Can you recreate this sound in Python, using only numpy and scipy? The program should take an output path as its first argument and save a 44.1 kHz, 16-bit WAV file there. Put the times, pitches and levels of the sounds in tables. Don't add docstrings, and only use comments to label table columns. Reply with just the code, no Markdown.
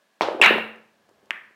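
import sys
import numpy as np
from scipy import signal
from scipy.fft import rfft, irfft
from scipy.io import wavfile
from scipy.ndimage import uniform_filter1d, minimum_filter1d

SR = 44100
rng = np.random.default_rng(int(sys.argv[2]) if len(sys.argv) > 2 else 0)


def unload_audio(sound):
    columns = np.transpose(np.atleast_2d(sound))
    steps = np.round(np.clip(columns, -1, 1) * 32767)
    wavfile.write(sys.argv[1], SR, steps.astype(np.int16))


N = 68355

# t/s, level/dB, length/s, pulse gap/s
CRACK_AND_ECHOES = [(.4145, 7, .0050, .00037), (.4236, -2, .0019, 0.00029), (.4350, -9.5, .0022, 0.00049),
                    (.4380, -3, .0017, 0.001), (.4404, -6, .0012, 0.001), (.4600, -0.5, .0015, .00044),
                    (.4625, -4, .0018, 0.00045)]
# f/Hz, level/dB
CLICK_DIRECT = [(40, -45), (200, -26.5), (500, -17.5), (1300, -9), (1900, 1), (2800, 0), (3450, -11),
                (4100, -29.5), (5200, -24.5), (10000, -38), (15000, -45)]
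# f/Hz, level/dB
RACK_TO_ROOM = [(40, -48.5), (140, -30.5), (220, -19), (330, -13), (500, -12), (700, -4), (950, -0.5),
                (1150, -4.5), (1350, 1), (1550, 0), (1830, 4.5), (1980, -0.5), (2300, 4.5), (2480, 1.5),
                (2780, 8), (3150, -7.5), (3900, -7), (4700, -23.5), (7500, -38), (15000, -39)]
PULSE_FADE_DB_PER_S, PULSE_SPREAD_DB, JITTER_GAPS = 698, 3.5, .09
CEILING_ECHO_S = .0195


def rack_crack(max_pulses=20):
    out, click = np.zeros(N), pulse(CLICK_DIRECT)
    for start, db, length, gap in CRACK_AND_ECHOES:
        for k, (jitter, spread) in enumerate(rng.standard_normal((max_pulses, 2))):
            gate = np.clip(length / gap - k, 0, 1)
            gain = amp(db - PULSE_FADE_DB_PER_S * k * gap + PULSE_SPREAD_DB * spread)
            add(out, start + gap * (k + JITTER_GAPS * jitter), gate * gain * click)
    impact_s, sent = CRACK_AND_ECHOES[0][0], pulse(RACK_TO_ROOM)
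    add(out, impact_s, amp(12) * reverb(sent, build_s=.014))
    add(out, impact_s + CEILING_ECHO_S, amp(10) * reverb(sent, build_s=.003))
    return out


# t/s, level/dB, pitch ratio
CUE_HITS = [(.2099, -2, 1.0)]
# f/Hz, level/dB
CUE_DIRECT = [(40, -30.5), (150, -17.5), (350, -9), (900, 1), (1700, -18.5), (2300, -7.5), (3000, -24.5),
              (6000, -46.5), (15000, -62.5)]
CUE_TO_ROOM = [(40, -27.5), (150, -17), (240, -10), (320, 10), (1000, 6.5), (1800, -4.5), (3400, -6.5),
               (4500, -12), (5700, -17), (6800, -27), (15000, -53)]


def cue_knock():
    return blows(CUE_HITS, CUE_DIRECT, CUE_TO_ROOM, room_db=1, build_s=.006)


# t/s, level/dB, pitch ratio
CLICK_HITS = [(.4470, -7, 1.0), (.4820, -14, .9), (.5826, -19.5, 1.1), (1.3075, -5.5, 1.0)]
# f/Hz, level/dB
CLICK_TO_ROOM = [(40, -40.5), (300, -23.5), (800, -16), (1300, -9.5), (1800, 0), (2600, -8.5), (3400, -18),
                 (4200, -35), (7000, -43), (15000, -48.5)]


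def ball_clicks():
    return blows(CLICK_HITS, CLICK_DIRECT, CLICK_TO_ROOM, room_db=-8, build_s=.022)


# t/s, level/dB, pitch ratio
KNOCK_HITS = [(.4146, 0, 1.3), (.4197, -12, 1.1), (.5070, -23, 1.2), (.5835, -13, 0.96),
              (1.0900, -49.5, 1.27), (1.0985, -50.5, 0.94), (1.2995, -46, 1.0)]
# f/Hz, level/dB
KNOCK_SPECTRUM = [(40, -40.5), (150, -22.5), (400, 3), (700, 5), (980, 3), (1400, -6.5), (2500, -21),
                  (6000, -47), (15000, -55)]


def rail_knocks():
    return blows(KNOCK_HITS, KNOCK_SPECTRUM, KNOCK_SPECTRUM, room_db=-10.5, build_s=.012)


# t/s, level/dB, pitch ratio, ring/dB re level
THUMP_HITS = [(.4200, -23, 0.63, -7), (0.466, -26, 0.7, 14.5), (.5070, -7, .9, -7),
              (0.557, -17.5, 0.88, -8), (0.5829, -32, 1.1, 1.5), (0.759, -43, 0.98, 9),
              (1.089, -52, 0.77, -14), (1.111, -51.5, 0.84, -5), (1.228, -52.5, 0.86, -18),
              (1.27, -55, 1.05, -14), (1.3076, -41, 0.67, -2), (1.5060, -53.5, 0.81, -10)]
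# f/Hz, level/dB
THUMP_SPECTRUM = [(40, -47.5), (130, -27.5), (260, -3), (400, 11), (560, 12), (800, -4), (1300, -30),
                  (2500, -35), (6000, -59.5), (15000, -77)]
# f/Hz, level/dB, T60/s
TABLE_MODES = [(110, -43.5, .35), (192, -28, .3), (220.8, -18, 0.57), (325, -29.5, 0.6), (402, -29, 0.47),
               (450, -28.5, 0.55)]


def cushion_thumps():
    out, t = np.zeros(N), np.arange(SR // 2) / SR
    ring = sum(amp(db - 60 * t / t60) * np.sin(2 * np.pi * hz * t) for hz, db, t60 in TABLE_MODES)
    for start, db, pitch, ring_db in THUMP_HITS:
        push = pulse(THUMP_SPECTRUM, pitch)
        add(out, start, amp(db) * in_room(push, push, room_db=-5.5, build_s=.012))
        add(out, start, amp(db + ring_db) * ring)
    return out


# t/s, level/dB, pitch ratio
HOP_HITS = [(.2855, -11, 1.09), (.3105, -21, 1.04), (.3465, -20.5, 0.71), (.3690, -33.5, 1.2),
            (.3990, -18, 1.05), (.4030, -18.5, 0.74)]
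# f/Hz, level/dB
HOP_SPECTRUM = [(40, -46), (200, -26.5), (380, -6.5), (520, 2.5), (620, -5.5), (760, -7), (1000, -16.5),
                (1400, -24.5), (2500, -45.5), (15000, -68)]


def cue_ball_hops():
    return blows(HOP_HITS, HOP_SPECTRUM, HOP_SPECTRUM, room_db=-2.5, build_s=.012)


# f/Hz, level/dB
RATTLE_SPECTRUM = [(500, -45), (2200, -7), (3400, 8.5), (4600, -4.5), (5700, -3.5), (6800, -17),
                   (15000, -30)]


def shaft_rattle(start_s=.2176, level_db=-26.5, t60_s=.072):
    envelope, t = np.zeros(N), np.arange(SR // 5) / SR
    add(envelope, start_s, amp(level_db - 60 * t / t60_s))
    return envelope * noise(RATTLE_SPECTRUM)


# t/s, level/dB
ROLL_LEVELS = [(0.209, -31.5), (.26, -44.5), (.41, -48.5), (0.548, -35.5), (0.701, -54), (.9, -68.5),
               (1.248, -63), (1.55, -68.5)]
# f/Hz, level/dB
ROLL_SPECTRUM = [(30, -7.5), (60, 1.5), (100, 7.5), (150, -2), (208, 7), (270, -6), (420, -1.5), (650, -3),
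                 (1100, -8), (2500, -18.5), (8000, -42)]


def rolling():
    times, db = np.transpose(ROLL_LEVELS)
    t = np.arange(N) / SR
    envelope = amp(np.interp(t, times, db)) * (t > times[0])
    return envelope * noise(ROLL_SPECTRUM)


# t/s, level/dB
TICK_HITS = [(0.5822, -51.5), (0.76, -60), (1.092, -59.5), (1.2580, -60.5)]
# f/Hz, level/dB
TICK_SPECTRUM = [(500, -15), (4000, -5), (7000, -3), (9500, -8), (15000, -18)]


def ticks(t60_s=.014):
    envelope, t = np.zeros(N), np.arange(SR // 10) / SR
    for start, db in TICK_HITS:
        add(envelope, start, amp(db - 60 * t / t60_s))
    return envelope * noise(TICK_SPECTRUM)


# f/Hz, relative density/dB
ROOM_TONE_SPECTRUM = [(30, -46), (80, -31.5), (130, -19), (195, -9.5), (250, -16.5), (310, -17),
                      (490, -16.5), (575, -10), (700, -17.5), (1100, -16.5), (1400, -21), (1670, -11.5),
                      (1850, -20.5), (3500, -23), (16000, -39)]


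def room_tone(level_db=-67):
    return amp(level_db) * noise(ROOM_TONE_SPECTRUM)


# f/Hz, T60/s
ROOM_DECAY = [(80, .5), (250, 0.34), (600, 0.51), (1800, 0.5), (2800, 0.45), (4000, 0.42), (6000, .34),
              (9000, 0.53), (14000, 0.53)]


def reverb(sound, build_s, delay_s=.002, size=512):
    hz, t, bands = signal.stft(rng.choice([-1., 1.], SR), SR, nperseg=size)
    decay = amp(-60 * t / lookup(ROOM_DECAY, hz)[:, None])
    _, tail = signal.istft(bands * decay, SR, nperseg=size)
    tail *= np.clip((np.arange(len(tail)) / SR - delay_s) / build_s, 0, 1)
    return signal.fftconvolve(sound, tail / np.linalg.norm(tail))


# delay/s, level/dB
REFLECTIONS = [(.0031, -16.5), (.0054, -21), (.0091, -22), (.0098, -16.5)]


def in_room(direct, sent, room_db, build_s):
    equal_energy = sent * np.linalg.norm(direct) / np.linalg.norm(sent)
    out = amp(room_db) * reverb(equal_energy, build_s)
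    add(out, 0, direct)
    for delay, db in REFLECTIONS:
        add(out, delay, amp(db) * sent)
    return out


def blows(hits, direct_spectrum, sent_spectrum, room_db, build_s):
    out = np.zeros(N)
    for start, db, pitch in hits:
        direct, sent = pulse(direct_spectrum, pitch), pulse(sent_spectrum, pitch)
        add(out, start, amp(db) * in_room(direct, sent, room_db, build_s))
    return out


def pulse(spectrum, pitch=1, size=4096):
    hz = abs(np.fft.fftfreq(size, 1 / SR))
    log_gain = np.log(amp(lookup(spectrum, hz / pitch)))
    response = np.exp(signal.hilbert(log_gain).conj())
    wave = np.fft.ifft(response).real[:size // 2]
    return wave / abs(wave).max()


def noise(spectrum):
    gain = amp(lookup(spectrum, np.fft.rfftfreq(N, 1 / SR)))
    shaped = irfft(rfft(rng.standard_normal(N)) * gain, N)
    return shaped / shaped.std()


def lookup(table, hz):
    freqs, values = np.transpose(table)
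    return np.interp(np.log(hz + 1), np.log(freqs), values)


def amp(db):
    return 10 ** (np.asarray(db) / 20)


def add(mix, start_s, sound):
    part = mix[max(round(start_s * SR), 0):][:len(sound)]
    part += sound[:len(part)]


def scene():
    strikes = cue_knock() + cue_ball_hops() + ball_clicks() + rail_knocks()
    mix = strikes + shaft_rattle() + rack_crack() + cushion_thumps() + ticks() + rolling() + room_tone()
    return mix[None]


LIMIT_DB, RECOVERY_DB_PER_S, SMOOTH_SAMPLES, CLIP_LEVEL = -1, 3998.5, 17, .68
LOW_CUT_HZ, HIGH_CUT_HZ = 190, 16000


def record(dry):
    x = dry[0]
    fall_db = np.arange(N) / SR * RECOVERY_DB_PER_S
    level_db = 20 * np.log10(abs(x) + 1e-9)
    peak_db = np.maximum.accumulate(level_db + fall_db) - fall_db
    gain_db = minimum_filter1d(np.minimum(LIMIT_DB - peak_db, 0), SMOOTH_SAMPLES)
    limited = x * amp(uniform_filter1d(gain_db, SMOOTH_SAMPLES))
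    clipped = limited / (1 + (limited / CLIP_LEVEL) ** 6) ** (1 / 6)
    low_cut = signal.butter(2, LOW_CUT_HZ, "high", fs=SR, output="sos")
    high_cut = signal.firwin(255, HIGH_CUT_HZ, window=("kaiser", 9), fs=SR)
    return signal.oaconvolve(signal.sosfilt(low_cut, clipped), high_cut, "same")[None]


dry = scene()
out = record(dry)
unload_audio(out)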